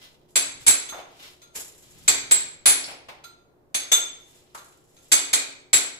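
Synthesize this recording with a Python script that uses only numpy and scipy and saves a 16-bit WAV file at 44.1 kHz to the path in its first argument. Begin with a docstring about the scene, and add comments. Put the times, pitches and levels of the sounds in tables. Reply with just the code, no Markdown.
"""In a small tiled bathroom, hammer blows drive a steel chisel into the mortar bed at uneven intervals.
Each blow is a snap and a run of fractures: it excites coloured mortar noise and decaying modes of steel,
tile and floor. Light touches ring the steel, chips clack, a shard clinks, and grit scrapes as random snaps.
Band-wise decaying noise gives the echoes; low rumbles, air noise and a faint hum lie beneath."""
import sys
import numpy as np
from scipy import signal
from scipy.fft import rfft, irfft, next_fast_len
from scipy.io import wavfile

SR = 44100
rng = np.random.default_rng(int(sys.argv[2]) if len(sys.argv) > 2 else 0)


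def unload_audio(sound):
    """Save the sound as a 16-bit wav file, at the path given as the first command line argument."""
    columns = np.transpose(np.atleast_2d(sound))
    # keep every value between -1 and 1, then stretch to whole-number steps
    steps = np.round(np.clip(columns, -1, 1) * 32767)
    wavfile.write(sys.argv[1], SR, steps.astype(np.int16))


N = 264159
SPAN = 2 ** 15   # samples that one event lasts
AGE = np.arange(SPAN) / SR   # s since the event began

# steady air noise, spectral shape: frequency_hz, level_db_per_hz
AIR_SPECTRUM = [(20, 1.5), (45, -13), (65, 1.5), (110, -5.5), (200, -4.5), (370, 0), (700, -5.5),
                (1200, -15), (3000, -30), (8000, -35.5), (15000, -33)]
# faint machine hum: frequency_hz, rms_level_db
HUM_TONES = [(63, -80), (120, -74), (151, -73), (361, -70.5)]
AIR_DB = -61.5
# shoe and chisel tip dragging through rubble, one row a stroke: peak_s, rise_s, fall_s, coarse_db, fine_db
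SCRAPE_STROKES = [(0.031, 0.075, 0.17, -48.5, -60), (0.289, .006, 0.21, -73, -63.5),
                  (.612, 0.018, .2, -52, -49), (1.25, 0.16, 0.16, -44.5, -54), (1.557, 0.011, .2, -46, -34),
                  (1.84, .02, 0.21, -63.5, -62.5), (2.048, 0.41, 0.3, -56.5, -53.5),
                  (4.31, 0.37, 0.5, -60.5, -60), (4.548, 0.0032, 0.14, -61.5, -44.5),
                  (4.725, .008, 0.12, -64.5, -66), (5.07, 0.38, 0.29, -65, -60.5)]
# coarse grit, spectral shape: frequency_hz, level_db_per_hz
COARSE_SPECTRUM = [(600, -6.5), (1500, -3), (3500, 2.5), (5500, -2.5), (8000, -13.5)]
# fine sand, spectral shape: frequency_hz, level_db_per_hz
FINE_SPECTRUM = [(3500, -13), (6000, -6), (7400, 2), (9000, -9), (11000, -1.5), (14500, -15), (16000, -37)]
SWELL_DB = 20   # climb of a stroke over its rise time, and drop over its fall time
# low swells as the worker winds up: peak_s, rise_s, fall_s, peak_level_db
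RUMBLE_SWELLS = [(.63, 0.56, .05, -56), (2.06, 0.39, 1.1, -53.5)]
# rumble, spectral shape: frequency_hz, level_db_per_hz
RUMBLE_SPECTRUM = [(25, -7), (70, -2.5), (130, 1.5), (250, -9), (600, -28.5), (2000, -69)]

# hammer blows: start_s, crack_db, crush_s, bright_db, glance_db, ping_db, tink_db, thump_db
HAMMER_BLOWS = [(.356, -27, 0.013, -3, -0.5, -23, -26.5, -72), (.665, -25, .04, 2, 0.5, -16, -19.5, -46.5),
                (2.078, -22.5, .014, 4, -2.5, -19.5, -47, -60.5),
                (2.311, -29, 0.0055, -6, -7, -16, -28, -59), (2.657, -23.5, 0.041, -1, -5, -22, -16, -51),
                (3.744, -33, 0.0086, -3.5, 7.5, -34.5, -32.5, -67),
                (3.917, -31, 0.0064, 1.5, 20.5, -23.5, -33, -68),
                (5.1171, -23.5, 0.021, 2, 4, -19, -26.5, -59.5),
                (5.331, -25, 0.0083, 1.5, -5, -24, -33.5, -65),
                (5.7304, -23, 0.027, 1.5, -6.5, -18.5, -28, -50)]
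# names of the steel mode families, in the order of their levels in a blow: family
MODE_FAMILIES = ["hum", "clang", "clink", "ping", "tink"]
# steel modes; a family is struck together, and close pairs beat: frequency_hz, level_db, t60_s, family
STEEL_MODES = [(1386, 0, .22, "hum"), (4072, -3, .14, "hum"), (8490, -7, .12, "hum"),
               (13325, -6, .13, "hum"), (3563, 0, .13, "clang"), (3585, -6, .1, "clang"),
               (3892, -14, .15, "clang"), (11868, -14, .22, "clang"), (6389, 0, .11, "clink"),
               (6480, -5, .09, "clink"), (12228, -19, .12, "clink"), (14190, -19, .11, "clink"),
               (7670, 0, .1, "ping"), (7612, -7, .06, "ping"), (13400, -23, .06, "ping"),
               (14310, -23, .06, "ping"), (15250, -19, .04, "ping"), (9884, 0, .06, "tink"),
               (10036, -5, .06, "tink"), (9760, -7, .04, "tink"), (12240, -20, .04, "tink")]
# bending of the shank wakes hum, clang and clink, one row each: level_over_crack_db, db_per_glance_db
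BENDING_LEVELS = [(-24, .9), (-16.5, 1.3), (-6.5, .75)]
# breaking mortar and tile, spectral shape: frequency_hz, level_db_per_hz
CRACK_SPECTRUM = [(60, -42.5), (170, -18), (290, -17), (500, -10), (1000, -7), (1700, 4), (2400, 6.5),
                  (3100, 4), (4400, 9), (5400, 3), (7200, 5.5), (8600, 2.5), (11000, -0.5), (15000, -23)]
# tile under the tip, heavily damped by its bed: frequency_hz, level_db, t60_s
TILE_MODES = [(1690, -5, .02), (2380, -2, .025), (2560, 0, .025), (3930, -2, .02), (4470, 0, .02),
              (7250, -1, .02)]
# floor slab under the chisel: frequency_hz, level_db, t60_s
SLAB_MODES = [(276.3, 3, 0.81), (379, 0, 0.77), (455, -6, 1)]
# deep floor modes, shaken by hard blows: frequency_hz, level_db, t60_s
THUMP_MODES = [(46, -8, .15), (74, 0, .18), (112, 0, .18), (158, -1, .16)]
SMALL_BODY_HZ = 330   # steel and tile radiate little below this

# hammer and chisel meeting lightly between blows: start_s, tick_db, ring_db, hum_db
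LIGHT_TOUCHES = [(.888, -54, -42, -49.5), (1.417, -62.5, -58.5, -60), (3.239, -56, -56, -49.5),
                 (4.575, -60, -59, -57), (4.965, -68.5, -64.5, -70)]
# clang, clink, ping and tink of a touch, one entry each: level_over_ring_db
TOUCH_FAMILY_DB = [-6, -2, -15, -11]
TOUCH_CRUSH_S, TOUCH_BRIGHT_DB = .003, -10.5

# loose pieces landing or shifting: start_s, clack_db, pitch_hz, grit_db, rattle_s
CHIP_LANDINGS = [(.921, -44.5, 1100, -70, 0.012), (.93, -43.5, 708, -51.5, 0.075),
                 (.985, -49, 680, -53, 0.016), (1.551, -52, 467, -51.5, 0.045),
                 (2.875, -46.5, 722, -45, 0.042), (2.93, -58, 610, -62, 0.027),
                 (3.085, -47.5, 866, -48.5, 0.015), (4.547, -44.5, 1165, -53, 0.003)]
# hollow clack, spectral shape: multiple_of_pitch, level_db_per_hz
CLACK_SPECTRUM = [(0.299, -8.5), (0.599, 0.5), (1, 8.5), (1.5, 1.5), (3.002, -20.5), (6, -68.5)]
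# spray of grit, spectral shape: frequency_hz, level_db_per_hz
CHIP_GRIT_SPECTRUM = [(600, -7), (2300, 15.5), (4500, 6.5), (7500, -2.5), (11000, -4.5), (15000, -7.5)]
# landing of a loose shard, a single row: start_s, level_db
SHARD_LANDING = (2.839, -42)
# modes of the shard: frequency_hz, level_db, t60_s
SHARD_MODES = [(5350, -4, .04), (4780, 0, .015), (4450, -3, .015)]

# decay of the bathroom's echoes: frequency_hz, t60_s
BATHROOM_T60 = [(100, 0.2), (300, 0.67), (1400, 0.55), (2500, 0.55), (4500, .49), (8000, 0.38),
                (14000, 0.24)]
# left-right correlation of noise and echoes, negative when out of step: frequency_hz, correlation
STEREO_LIKENESS = [(60, .4), (300, .6), (600, .3), (1200, -.15), (2500, -.2), (5000, 0), (15000, 0)]
DIRECT_DB, EARLY_DB = -12.5, 0   # levels against the tail
LEFT_LAG_S, BUILD_S = .00046, .0011   # delay of the direct sound on the left; build-up of the echoes
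CUTOFF_HZ = 15500


def from_db(db):
    """Level law: an amplitude ratio is ten to the power of dB over twenty."""
    return 10 ** (np.asarray(db) / 20)


def rms_one(x):
    """Normalisation: division by the root mean square gives unit power."""
    return x / np.sqrt(np.mean(x ** 2) + 1e-20)


def at_level(x, level_db):
    """Short-time level: the mean power of the first 120 ms sets the level of the sound."""
    first = x[:, :int(.12 * SR)]
    return from_db(level_db) * x / np.sqrt(np.mean(first ** 2) + 1e-20)


def add(out, start_s, sound):
    """Superposition: sound pressures add linearly."""
    i = round(start_s * SR)
    out[:, i:i + SPAN] += sound[:, :N - i]


def at_hz(points, hz):
    """Interpolation: a table is read along a logarithmic frequency axis."""
    f, value = np.transpose(points)
    return np.interp(np.log(np.maximum(hz, 1)), np.log(f), value)


def coloured(x, spectrum):
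    """Minimum phase: a folded cepstrum turns a magnitude spectrum into a causal filter."""
    n = x.shape[-1]
    size = next_fast_len(n // 2 + 1) * 2
    hz = np.arange(size // 2 + 1) * SR / size
    cepstrum = irfft(np.log(from_db(at_hz(spectrum, hz))), size)
    cepstrum[1:] *= 2
    response = np.exp(rfft(cepstrum[:size // 2], size))
    return rms_one(irfft(rfft(x, size) * response, size)[..., :n])


def stereo_noise(size):
    """Interaural coherence: mid and side noise are weighted to set the correlation by frequency."""
    n = next_fast_len(size)
    mid, side = rfft(rng.standard_normal((2, n)))
    alike = np.clip(at_hz(STEREO_LIKENESS, np.arange(len(mid)) * SR / n), -.95, .95)
    both = np.sqrt(1 + alike) * mid
    opposed = np.sqrt(1 - alike) * side * [[1], [-1]]
    return irfft(both + opposed, n)[:, :size]


def decay(t60_s):
    """Exponential decay: amplitude falls a thousandfold, 60 dB, in t60."""
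    return np.exp(-np.log(1000) * AGE / t60_s)


def room_tone():
    """Broadband and tonal background: steady coloured noise adds to a few pure tones."""
    t = np.arange(N) / SR
    hum = sum(np.sqrt(2) * from_db(db) * np.sin(2 * np.pi * (hz * t + rng.random()))
              for hz, db in HUM_TONES)
    return from_db(AIR_DB) * coloured(stereo_noise(N), AIR_SPECTRUM) + hum


def swell(peak_s, rise_s, fall_s):
    """Exponential envelope: the gain climbs to its peak and sinks again, evenly in dB."""
    t = np.arange(N) / SR - peak_s
    return from_db(-SWELL_DB * np.maximum(-t / rise_s, t / fall_s))


def rumble():
    """Amplitude modulation: slow gains shape low noise into soft swells."""
    gain = sum(from_db(db) * swell(peak_s, rise_s, fall_s) for peak_s, rise_s, fall_s, db in RUMBLE_SWELLS)
    return coloured(stereo_noise(N), RUMBLE_SPECTRUM) * gain


def grains(size, per_s, spread_db):
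    """Random point process: independent snaps of uneven strength and either sign."""
    excess = np.minimum(rng.exponential(1, size), 4)
    strength = from_db(spread_db * excess) * rng.choice([-1, 1], size)
    return strength * (rng.random(size) < per_s / SR)


def bathroom(force, early_s=0.013):
    """Statistical reverberation: direct sound, early slaps off near tiles, and a tail decaying by band.

    Each snap has its own spot, so the echoes of a run add in power.
    """
    def fading(t60_s):
        """Energy balance: a leaky sum of squared force gives the echo amplitude."""
        keep = np.exp(-2 * np.log(1000) / (t60_s * SR))
        return np.sqrt(signal.lfilter([1], [1, -keep], force ** 2 + 1e-18))

    noise = rfft(stereo_noise(SPAN))
    hz = np.arange(SPAN // 2 + 1) * SR / SPAN
    centres, t60s = np.transpose(BATHROOM_T60)
    # overlapping bands, each full at its own centre and zero at the others
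    tail = sum(irfft(noise * at_hz(np.c_[centres, share], hz)) * fading(t60_s)
               for share, t60_s in zip(np.eye(len(centres)), t60s))
    slaps = stereo_noise(SPAN) * fading(early_s * np.log(1000))   # early_s is the time constant
    build = 1 - np.exp(-AGE / BUILD_S)
    # the right side hears the work first
    direct = np.array([np.pad(force, (int(LEFT_LAG_S * SR), 0))[:SPAN], force])
    return (rms_one(tail * build) + from_db(EARLY_DB) * rms_one(slaps * build)
            + from_db(DIRECT_DB) * rms_one(direct))


def scraping():
    """Stick-slip friction: grains snap under sole and steel, and the room blurs them."""
    def grit(spectrum):
        """Convolution: coloured snaps pass through the room's impulse response."""
        snaps = coloured(grains(N + SPAN, per_s=500, spread_db=5.0), spectrum)
        room = bathroom(signal.unit_impulse(SPAN))
        return rms_one(signal.fftconvolve(snaps[None], room)[:, SPAN:SPAN + N])

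    coarse, fine = grit(COARSE_SPECTRUM), grit(FINE_SPECTRUM)
    return sum(swell(peak_s, rise_s, fall_s) * (from_db(coarse_db) * coarse + from_db(fine_db) * fine)
               for peak_s, rise_s, fall_s, coarse_db, fine_db in SCRAPE_STROKES)


def ringing(modes, detune):
    """Modal superposition: decaying sines, each shifted slightly in pitch at every strike."""
    return sum(from_db(db) * decay(t60_s) * np.sin(2 * np.pi * hz * (1 + detune * rng.normal()) * AGE)
               for hz, db, t60_s in modes)


def heard(x, room, level_db):
    """Radiation of a small body: weak in the bass, and driven by the snaps and their echoes."""
    high_pass = signal.butter(2, SMALL_BODY_HZ, "high", fs=SR, output="sos")
    x = signal.sosfilt(high_pass, x)
    return at_level(signal.fftconvolve(x[None], room)[:, :SPAN], level_db)


def floor_ring(modes, side_db=-4):
    """Long waves: both sides move alike, except for a part that swings out of step."""
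    mid = ringing(modes, detune=.01)
    side = sum(from_db(db) * decay(t60_s) * rng.choice([-1, 1])
               * np.sin(2 * np.pi * hz * rng.uniform(.9, 1.1) * AGE)
               for hz, db, t60_s in modes)
    return mid + from_db(side_db) * side * [[1], [-1]]


def crumble(crush_s, run_db):
    """Brittle fracture: one snap, then a run of small fractures whose energy grows with crushing time."""
    run = grains(SPAN, per_s=1500, spread_db=4)
    run = run * np.exp(-(AGE / crush_s) ** 2)
    # run_db is the level against the snap for a 15 ms crush
    strength = from_db(run_db) * np.sqrt(crush_s / .015)
    force = strength * run / (np.linalg.norm(run) + 1e-12)
    force[0] += 1
    return force


def blow(crack_db, crush_s, bright_db, ring_dbs, thump_db,
         crush_db=3, slab_db=-23, tile_db=-6, thump_rise_s=0.0079):
    """Impact excitation: mortar cracks, steel and tile are jolted by the same fractures, the floor answers."""
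    room = bathroom(crumble(crush_s, crush_db))
    # brightness sets in above 5500 Hz and is full an octave higher
    spectrum = [(hz, db + bright_db * np.clip(np.log2(hz / 5500), 0, 1)) for hz, db in CRACK_SPECTRUM]
    out = at_level(coloured(room, spectrum), crack_db)
    out += heard(ringing(TILE_MODES, detune=.018), room, crack_db + tile_db)
    for family, ring_db in zip(MODE_FAMILIES, ring_dbs):
        modes = [(hz, db, t60_s) for hz, db, t60_s, kind in STEEL_MODES if kind == family]
        out += heard(ringing(modes, detune=.0006), room, ring_db)
    slab = at_level(floor_ring(SLAB_MODES), crack_db + slab_db)
    thump = floor_ring(THUMP_MODES) * (1 - np.exp(-AGE / thump_rise_s))
    return out + slab + at_level(thump, thump_db)


def hammering():
    """Bending waves: the more a blow glances off the chisel, the more the shank rings."""
    out = np.zeros((2, N))
    for start_s, crack_db, crush_s, bright_db, glance_db, ping_db, tink_db, thump_db in HAMMER_BLOWS:
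        bending_dbs = [crack_db + db + follows * glance_db for db, follows in BENDING_LEVELS]
        ring_dbs = bending_dbs + [ping_db, tink_db]
        add(out, start_s, blow(crack_db, crush_s, bright_db, ring_dbs, thump_db))
    return out


def touching():
    """Light impact: a tick and a ring, with little crushed and no floor thump."""
    out = np.zeros((2, N))
    for start_s, tick_db, ring_db, hum_db in LIGHT_TOUCHES:
        ring_dbs = [hum_db] + [ring_db + db for db in TOUCH_FAMILY_DB]
        add(out, start_s, blow(tick_db, TOUCH_CRUSH_S, TOUCH_BRIGHT_DB, ring_dbs, thump_db=-np.inf))
    return out


def chips(rattle_db=4):
    """Repeated impact: pieces of mortar rattle with a hollow, pitched clack and a spray of grit."""
    out = np.zeros((2, N))
    for start_s, clack_db, pitch_hz, grit_db, rattle_s in CHIP_LANDINGS:
        room = bathroom(crumble(rattle_s, rattle_db))
        clack = coloured(room, [(k * pitch_hz, db) for k, db in CLACK_SPECTRUM])
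        grit = coloured(room, CHIP_GRIT_SPECTRUM)
        add(out, start_s, at_level(clack, clack_db) + at_level(grit, grit_db))
    return out


def shard():
    """Free vibration: a flake of tile lands on its edge and its short modes clink in the room."""
    out = np.zeros((2, N))
    start_s, level_db = SHARD_LANDING
    room = bathroom(signal.unit_impulse(SPAN))
    add(out, start_s, heard(ringing(SHARD_MODES, detune=.001), room, level_db))
    return out


def scene():
    """Superposition of sources: the work, the low swells and the background add."""
    work = scraping() + hammering() + touching() + chips() + shard()
    return room_tone() + rumble() + work


def record(dry):
    """Saturation and band limiting: the highest peaks are rounded and the top is cut."""
    rounded = dry / (1 + dry ** 6) ** (1 / 6)
    low_pass = signal.ellip(10, .2, 80, CUTOFF_HZ, fs=SR, output="sos")
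    return signal.sosfilt(low_pass, rounded)


dry = scene()
out = record(dry)
unload_audio(out)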